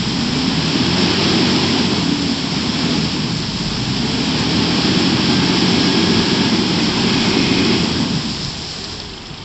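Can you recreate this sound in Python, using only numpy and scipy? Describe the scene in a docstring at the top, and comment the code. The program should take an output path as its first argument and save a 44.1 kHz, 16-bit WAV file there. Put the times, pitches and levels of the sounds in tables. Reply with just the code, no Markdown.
"""A four-cylinder diesel off-roader, stuck in mud, revs in long surges and drops to idle, heard by one microphone.
Engine: random firing puffs and noise through a pipe spectrum, crank-multiple sines, clatter noise, decaying thuds.
A faster geared shaft sings in sines near full speed; a spinning tyre roars, hisses and throws mud and water in
patchy noise and sharp drops. A thin sine whines twice; below lie rumble, hum and wind. The end leaves idle clatter,
a short whine and sharp ticks in noise bursts: mud lumps at first, then ticks of the idling engine."""
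import sys
import numpy as np
from scipy import signal
from scipy.fft import rfft, irfft, next_fast_len
from scipy.io import wavfile
from scipy.ndimage import uniform_filter1d, map_coordinates

SR = 44100
rng = np.random.default_rng(int(sys.argv[2]) if len(sys.argv) > 2 else 0)


def log_audio(samples):
    """Write samples as a 16-bit WAV file to the path given in sys.argv[1]."""
    # one column per channel
    frames = np.atleast_2d(samples).T
    # limit to full scale, then quantise
    limited = np.clip(frames, -1, 1)
    pcm = np.round(limited * 32767).astype(np.int16)
    wavfile.write(sys.argv[1], SR, pcm)


N = 416304
TIME = np.arange(N) / SR


def amp(db):
    """Amplitude factor of a level in dB."""
    return 10 ** (np.asarray(db) / 20)


def unit(x):
    """x scaled to rms 1."""
    return x / np.sqrt(np.mean(x ** 2) + 1e-20)


def curves(rows):
    """One value per sample for each column after the time."""
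    t_s, *columns = np.transpose(rows)
    return [np.interp(TIME, t_s, column) for column in columns]


def along(points, hz):
    """(f/Hz, level/dB) points read on a log frequency axis."""
    f_hz, level_db = np.transpose(points)
    return np.interp(np.log(hz + 1), np.log(f_hz + 1), level_db)


def wobble(rate_hz):
    """Smooth random curve, rate_hz knots per second."""
    knots = rng.standard_normal(int(N * rate_hz / SR) + 4)
    return map_coordinates(knots, [TIME * rate_hz])


def filtered(x, response):
    """x times a response of frequency, zero-padded against wrap-around."""
    m = next_fast_len(N + SR // 2)
    spectrum = rfft(x, m) * response(np.fft.rfftfreq(m, 1 / SR))
    return irfft(spectrum, m)[..., :N]


def coloured(x, points):
    """x through a (f/Hz, level/dB) spectrum, at rms 1."""
    return unit(filtered(x, lambda hz: amp(along(points, hz))))


def patchy(patchy_db):
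    """Noise with time-frequency patches of random gain, patchy_db rms; 0 leaves it even."""
    z = signal.stft(rng.standard_normal(N), nperseg=512)[2]
    field = uniform_filter1d(rng.standard_normal(z.shape), 6, 0)
    field = uniform_filter1d(field, 8, 1)
    return signal.istft(z * amp(patchy_db * unit(field)), nperseg=512)[1][:N]


def drops():
    """Dense sharp impacts of uneven size, at rms 1."""
    hit = rng.random(N) < .02
    return unit(hit * amp(3 * rng.standard_normal(N)) * rng.standard_normal(N))


def tone(turns, waver_db, drift_rad):
    """Sine on a running count of turns, rms 1 before its random waver in level; its phase drifts."""
    level = np.sqrt(2) * amp(waver_db * wobble(7))
    return level * np.sin(2 * np.pi * (turns + rng.random()) + drift_rad * wobble(9))


def fade(rows, edge_s):
    """1 inside the time span of a table, with linear ramps at its ends."""
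    return np.clip(np.minimum(TIME - rows[0][0], rows[-1][0] - TIME) / edge_s, 0, 1)


# crank speed: t/s, speed/(turns/s)
REVS = [(0, 30), (0.5, 38), (1.18, 46.5), (1.85, 45.6), (2.02, 42.6), (2.36, 38.8), (2.68, 38.2),
        (2.95, 41.3), (3.1, 39.5), (3.36, 27.5), (3.52, 26), (4.29, 36.6), (4.68, 42.7), (5.05, 45.8),
        (5.3, 44.7), (6.25, 46.8), (6.54, 46.4), (6.8, 44), (7.07, 45.9), (7.7, 45.8), (7.97, 41.7),
        (8.44, 24.4), (8.82, 13), (9.0, 12.3)]
# engine: t/s, exhaust level/dB, 7th crank multiple level/dB
ENGINE = [(0, -20, -24.5), (.5, -19.5, -26), (.9, -18, -28.5), (1.3, -16.5, -29.5), (1.8, -17.5, -33.5),
          (2.05, -18, -22.5), (2.35, -23, -24), (2.7, -19.5, -37), (2.95, -17.5, -26.5), (3.45, -22.5, -50),
          (3.9, -21, -30.5), (4.3, -18, -28), (4.9, -18, -27), (5.5, -17, -34), (6, -16, -28),
          (6.6, -18, -36.5), (7.75, -17, -33), (8.15, -21.5, -31), (8.45, -28, -37.5), (8.7, -36, -46)]
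# exhaust boom at high, then low speed: f/Hz, relative density/dB
PIPE_FAST = [(29, -54.5), (50, -26), (82, -11), (149, -7), (172, -1), (227, 2.5), (291, 0), (324, -6),
             (356, -4), (388, -7.5), (497, -20.5), (650, -28.5), (840, -39.5), (1430, -120)]
PIPE_SLOW = [(38, -46), (65, -20), (76, -21), (152, 1), (325, -10.5), (390, -19), (460, -23.5), (650, -41),
             (840, -54.5), (1430, -120)]
# faint crank multiples: multiple, level/dB re exhaust, before the high-speed pipe
CRANK = [(2.5, -19), (3.5, -19), (5, -17), (6, -19), (8, -15)]
# clear crank multiples: multiple, level/dB re exhaust at full speed, loss below it/(dB per turn/s)
CLEAR = [(2, -19, -.1), (3, -13, .7), (4, -9, .1)]
KNOCK_SPECTRUM = [(1800, -37), (2700, -7.0), (3300, 0.5), (4200, -6.5), (5300, -1.0), (6200, -66.5)]  # f/Hz, dB
FULL_SPEED_TPS, FIRING_S = 46, 9.342  # crank turns/s; one firing falls at this time


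def engine():
    """Two firings a turn: uneven puffs and turbulent gas in the pipe, crank orders, combustion clatter."""
    speed_tps, = curves(REVS)
    exhaust_db, seventh_db = curves(ENGINE)
    turns = np.cumsum(speed_tps) / SR
    turns = turns - turns[round(FIRING_S * SR)]
    fired = np.flatnonzero(np.diff(np.floor(2 * turns)))
    puffs = np.zeros(N)
    # random size and sign; the root keeps the power even as the firing rate changes
    puffs[fired] = rng.normal(0, 1, len(fired)) * np.sqrt(SR / speed_tps[fired] / 2)
    beat = (1 + np.cos(4 * np.pi * turns)) / 2  # peaks at each firing
    gas = 0.26 * puffs + patchy(patchy_db=0.8) * (1 - .3 * beat)

    fast = np.clip((speed_tps - 26) / 19, 0, 1)  # boom brightens with speed
    boom = amp(-1.5) * (fast * coloured(gas, PIPE_FAST) + (1 - fast) * coloured(gas, PIPE_SLOW))

    faint = sum(amp(db + along(PIPE_FAST, k * speed_tps)) * tone(k * turns, waver_db=4.0, drift_rad=0.81)
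                for k, db in CRANK)
    below_tps = FULL_SPEED_TPS - speed_tps
    clear = sum(amp(db - loss_db * below_tps) * tone(k * turns, waver_db=2.2, drift_rad=.3)
                for k, db, loss_db in CLEAR)
    seventh = amp(seventh_db) * tone(7 * turns, waver_db=1.4, drift_rad=.3)

    knock = coloured(rng.standard_normal(N) * beat ** 3 * amp(1.9 * wobble(18)), KNOCK_SPECTRUM)
    clatter = amp(-40 + 0.22 * (exhaust_db + 33.5)) * knock  # grows slowly with exhaust level
    exhaust = amp(exhaust_db + 0.55 * wobble(12)) * boom
    return exhaust + amp(exhaust_db) * (faint + clear) + seventh + clatter


# heavy firings: t/s, level/dB before attack and decay, f/Hz
THUDS = [(0.476, -0.5, 200), (1.361, -8.5, 268), (1.43, -3, 224), (2.054, -8.5, 186), (2.69, 1, 206),
         (4.58, -3.5, 252), (4.966, -2.5, 183), (5.146, -9, 196), (7.278, -5, 221), (7.443, -15, 217),
         (7.808, -8, 176), (7.966, -9, 232), (8, 0.5, 237), (8.144, -6, 165), (8.164, -5.5, 181),
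         (8.447, -11.5, 150), (8.481, -11, 120), (8.538, -16, 80)]


def thuds():
    """Heavy firings give the pipe a short knock: a sine decaying within a few cycles."""
    out, t = np.zeros(N + SR), np.arange(SR // 20) / SR
    for t_s, level_db, f_hz in THUDS:
        envelope = amp(level_db - 60 * t / 0.044) * (1 - np.exp(-t / .003))
        out[round(t_s * SR):][:len(t)] += envelope * np.sin(2 * np.pi * f_hz * t)
    return out[:N]


# two spans of geared shaft song: t/s, speed/(turns/s)
SHAFT = [
    [(0.85, 50), (1.05, 53), (1.2, 55), (1.9, 52)],
    [(4.8, 53.5), (5, 55.3), (5.32, 52), (5.55, 55.2), (5.85, 54.6), (6.05, 55.3), (6.5, 55.2),
     (6.85, 50.5), (7.06, 55.4), (7.7, 55.2), (7.85, 53)],
]
# further low multiples: multiple, level/dB re 7th
MESH = [(2, -6.5), (4, -4), (6, 1.5)]
# gear-tooth multiples: multiple, level/dB re tooth level
TEETH = [(16, -1), (30, 0.5), (40, -3.5)]
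# gear-tooth level: t/s, level/dB
TEETH_LEVEL = [(0.85, -52), (1.5, -43), (1.9, -52), (4.8, -41), (5.2, -45), (5.43, -32), (5.6, -38),
               (6.45, -36), (6.7, -48), (7.05, -39), (7.3, -48)]
# 7th multiple at top speed; shaft turns/s; loss in dB per turn/s below top
SONG_DB, SHAFT_TOP_TPS, SONG_FALL_DB = -30, 55.4, 1.5


def shaft():
    """Geared shaft sounds multiples of its speed: low ones rise with speed, tooth tones follow their own level."""
    out = np.zeros(N)
    for rows in SHAFT:
        speed_tps, = curves(rows)
        turns = np.cumsum(speed_tps) / SR
        seventh_db = SONG_DB - SONG_FALL_DB * (SHAFT_TOP_TPS - speed_tps)
        teeth_db, = curves(TEETH_LEVEL)
        low = amp(seventh_db) * tone(7 * turns, waver_db=1.8, drift_rad=.4)
        low = low + sum(amp(seventh_db + db) * tone(k * turns, waver_db=2, drift_rad=1.0) for k, db in MESH)
        teeth = sum(amp(teeth_db + db) * tone(k * turns, waver_db=2.4, drift_rad=.5) for k, db in TEETH)
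        out += fade(rows, edge_s=0.081) * (low + teeth)
    return out


# tyre: t/s, churn level/dB, splash level/dB
TYRE = [(0, -30.5, -28), (.3, -29, -26.5), (.9, -25.5, -23.5), (1.2, -24, -22.5), (1.8, -25.5, -24),
        (2.1, -29, -26.5), (2.35, -30, -27), (2.9, -27.5, -25.5), (3.3, -31.5, -29), (3.65, -32, -28),
        (4.15, -28, -26.5), (4.85, -25, -23.5), (5.2, -26, -24.5), (5.7, -25, -22.5), (6.45, -25.5, -23.5),
        (6.65, -27.5, -25.5), (7.15, -25, -23.5), (7.7, -26, -24.5), (8.2, -31.5, -27.5), (8.43, -34, -27),
        (8.56, -35.5, -30.5), (8.9, -35.5, -30), (9.12, -39, -38.5), (9.44, -39, -40.5)]
# mud under the tread: f/Hz, relative density/dB
CHURN = [(250, -24.5), (420, -1.5), (495, -9.5), (574, -9.5), (874, -5), (1070, -7), (1370, -11),
         (1610, -10), (1900, -12), (2300, -13.5), (2990, -29.5), (5060, -120)]
# thrown water: f/Hz, relative density/dB
SPRAY = [(1060, -33.5), (1800, -13), (1910, -10), (2450, -0.5), (2930, 0.5), (3320, 3.5), (3760, -6),
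         (4300, -7.5), (5590, -25), (9460, -120)]
# water raining on the bodywork: f/Hz, relative density/dB
SPLASH = [(2180, -31), (3700, -4.5), (5210, 2.5), (5450, -0.5), (6060, -17.5), (6400, -21), (8320, -72),
          (14100, -120)]
# finest spray: f/Hz, relative density/dB
MIST = [(3470, -23), (5900, 6), (6320, -0.5), (7280, 7), (7660, 6.5), (8390, -19), (8520, -68.5),
        (8700, -49), (11300, -83), (19100, -120)]
# mist settling: t/s, level offset/dB
MIST_SETTLES = [(8.9, -0.5), (9.05, -4), (9.44, -6)]
# wheel-arch resonances: f/Hz, width/Hz, level/dB before the summed response is squared
ARCH = [(2080, 70, -10), (2170, 79, -4), (2510, 190, 0.5)]
# wheel-arch ringing in the last surge: t/s, level/dB
SURGE = [(6.9, -54), (7.1, -33.5), (7.4, -29.5), (7.75, -29), (7.95, -57)]
FULL_DB = -25  # churn and splash near full spin
SPRAY_DB, SPRAY_GROWS = -24.5, 1.16  # dB at FULL_DB churn; dB per dB of churn
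MIST_DB, MIST_GROWS = -37.5, .5  # dB at FULL_DB splash, before settling; dB per dB of splash


def arch_response(f_hz):
    """Summed wheel-arch resonances, squared for steeper skirts."""
    total = sum(amp(db) * f_hz * w / np.abs(c * c - f_hz * f_hz + 1j * f_hz * w) for c, w, db in ARCH)
    return total ** 2


def tyre():
    """Tread churns mud and throws water: noise with sharper drops scattered in it; the wheel arch rings."""
    churn_db, splash_db = curves(TYRE)
    spray_db = SPRAY_DB + SPRAY_GROWS * (churn_db - FULL_DB)
    mist_db = MIST_DB + MIST_GROWS * (splash_db - FULL_DB) + curves(MIST_SETTLES)[0] + 0.68 * wobble(20)
    slosh = wobble(14) + wobble(33)
    impacts = drops()  # shared by spray and splash
    churn = amp(churn_db + 0.2 * slosh) * coloured(patchy(patchy_db=0.74), CHURN)
    spray = amp(spray_db + 0.17 * slosh) * coloured(patchy(patchy_db=0.14) + .2 * impacts, SPRAY)
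    splash = amp(splash_db + 0.3 * slosh) * coloured(patchy(patchy_db=0.24) + 0.4 * impacts, SPLASH)
    mist = amp(mist_db + 0.14 * slosh) * coloured(patchy(patchy_db=0.0) + 0.44 * drops(), MIST)
    ringing = unit(filtered(rng.standard_normal(N), arch_response))
    ringing = fade(SURGE, edge_s=0.048) * amp(curves(SURGE)[0]) * ringing
    return churn + spray + splash + mist + ringing


# sharp ticks, mud lumps at first, then the idling engine: t/s, peak level/dB before the treble cut, f/Hz
TICKS = [(8.307, -13.5, 4660), (8.4476, -12, 5400), (8.7103, -19, 5230), (8.8458, -13, 4870),
         (9.0007, -12, 5350), (9.2694, -20, 5300), (9.342, -20, 3520), (9.3751, -22, 5200)]


def ticks():
    """Sharp ticks, mud lumps at first, then the idling engine: short noise cracks, each in a band at its pitch."""
    out, t = np.zeros(N + SR), np.arange(SR // 40) / SR
    for t_s, peak_db, f_hz in TICKS:
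        edges_hz = [f_hz / 1.3, min(f_hz * 1.15, 5700)]
        band = signal.butter(N=2, Wn=edges_hz, btype="band", fs=SR, output="sos")
        envelope = amp(-60 * t / .009) * (1 - np.exp(-t / .0003))
        crack = signal.sosfilt(band, rng.standard_normal(len(t)) * envelope)
        out[round(t_s * SR):][:len(t)] += amp(peak_db) * crack / np.abs(crack).max()
    return filtered(out[:N], lambda hz: amp(along([(5600, 0), (6300, -18), (8500, -40)], hz)))


# two whines: t/s, f/Hz, level/dB
WHINE = [
    [(3.95, 400, -40), (4.1, 445, -37), (4.22, 485, -37), (4.28, 480, -42)],
    [(8.77, 365, -40), (8.85, 395, -38), (8.9, 424, -41), (9.05, 416, -42), (9.18, 365, -44),
     (9.25, 355, -42), (9.32, 345, -47)],
]


def whine():
    """A thin sine rises and sinks in pitch."""
    out = np.zeros(N)
    for rows in WHINE:
        f_hz, level_db = curves(rows)
        out += fade(rows, edge_s=.04) * amp(level_db) * tone(np.cumsum(f_hz) / SR, waver_db=1.5, drift_rad=.4)
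    return out


# low surrounding rumble: f/Hz, relative density/dB
FOREST = [(35, -31), (60, -2), (86, -1), (172, -4.5), (307, -2.5), (363, -3.5), (500, -16.5), (650, -45.5),
          (1100, -120)]
# hum: f/Hz, level/dB
HUM = [(88, -46.5), (176, -52)]


def forest():
    """Low surrounding rumble of patchy noise, with two hum sines in it."""
    hum = sum(amp(db) * tone(hz * TIME, waver_db=1, drift_rad=0.55) for hz, db in HUM)
    return amp(-37.5) * coloured(patchy(patchy_db=2.5), FOREST) + hum


# air moving past the microphone: t/s, level/dB
WIND = [(0, -46.5), (2.5, -53), (3.8, -43.5), (5.5, -50.5), (6.8, -45), (9.44, -50.5)]
WIND_SPECTRUM = [(10, -30.5), (22, -1), (45, 0), (70, -8.5), (140, -64)]  # f/Hz, relative density/dB


def wind():
    """Light buffeting of air at the microphone: slowly varying deep-bass noise."""
    level_db = curves(WIND)[0] + 2.5 * wobble(1.5)
    return amp(level_db) * coloured(patchy(patchy_db=3), WIND_SPECTRUM)


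def scene():
    """One microphone feeds both channels."""
    vehicle = engine() + thuds() + shaft() + tyre() + ticks() + whine()
    return np.tile(vehicle + forest() + wind(), (2, 1))


TOP_HZ = 8750


def record(dry):
    """Input stage rounds off the highest peaks, then keeps nothing from TOP_HZ up."""
    soft = dry / (1 + np.abs(dry / .88) ** 6) ** (1 / 6)
    return filtered(soft, lambda hz: hz < TOP_HZ)


dry = scene()
out = record(dry)
log_audio(out)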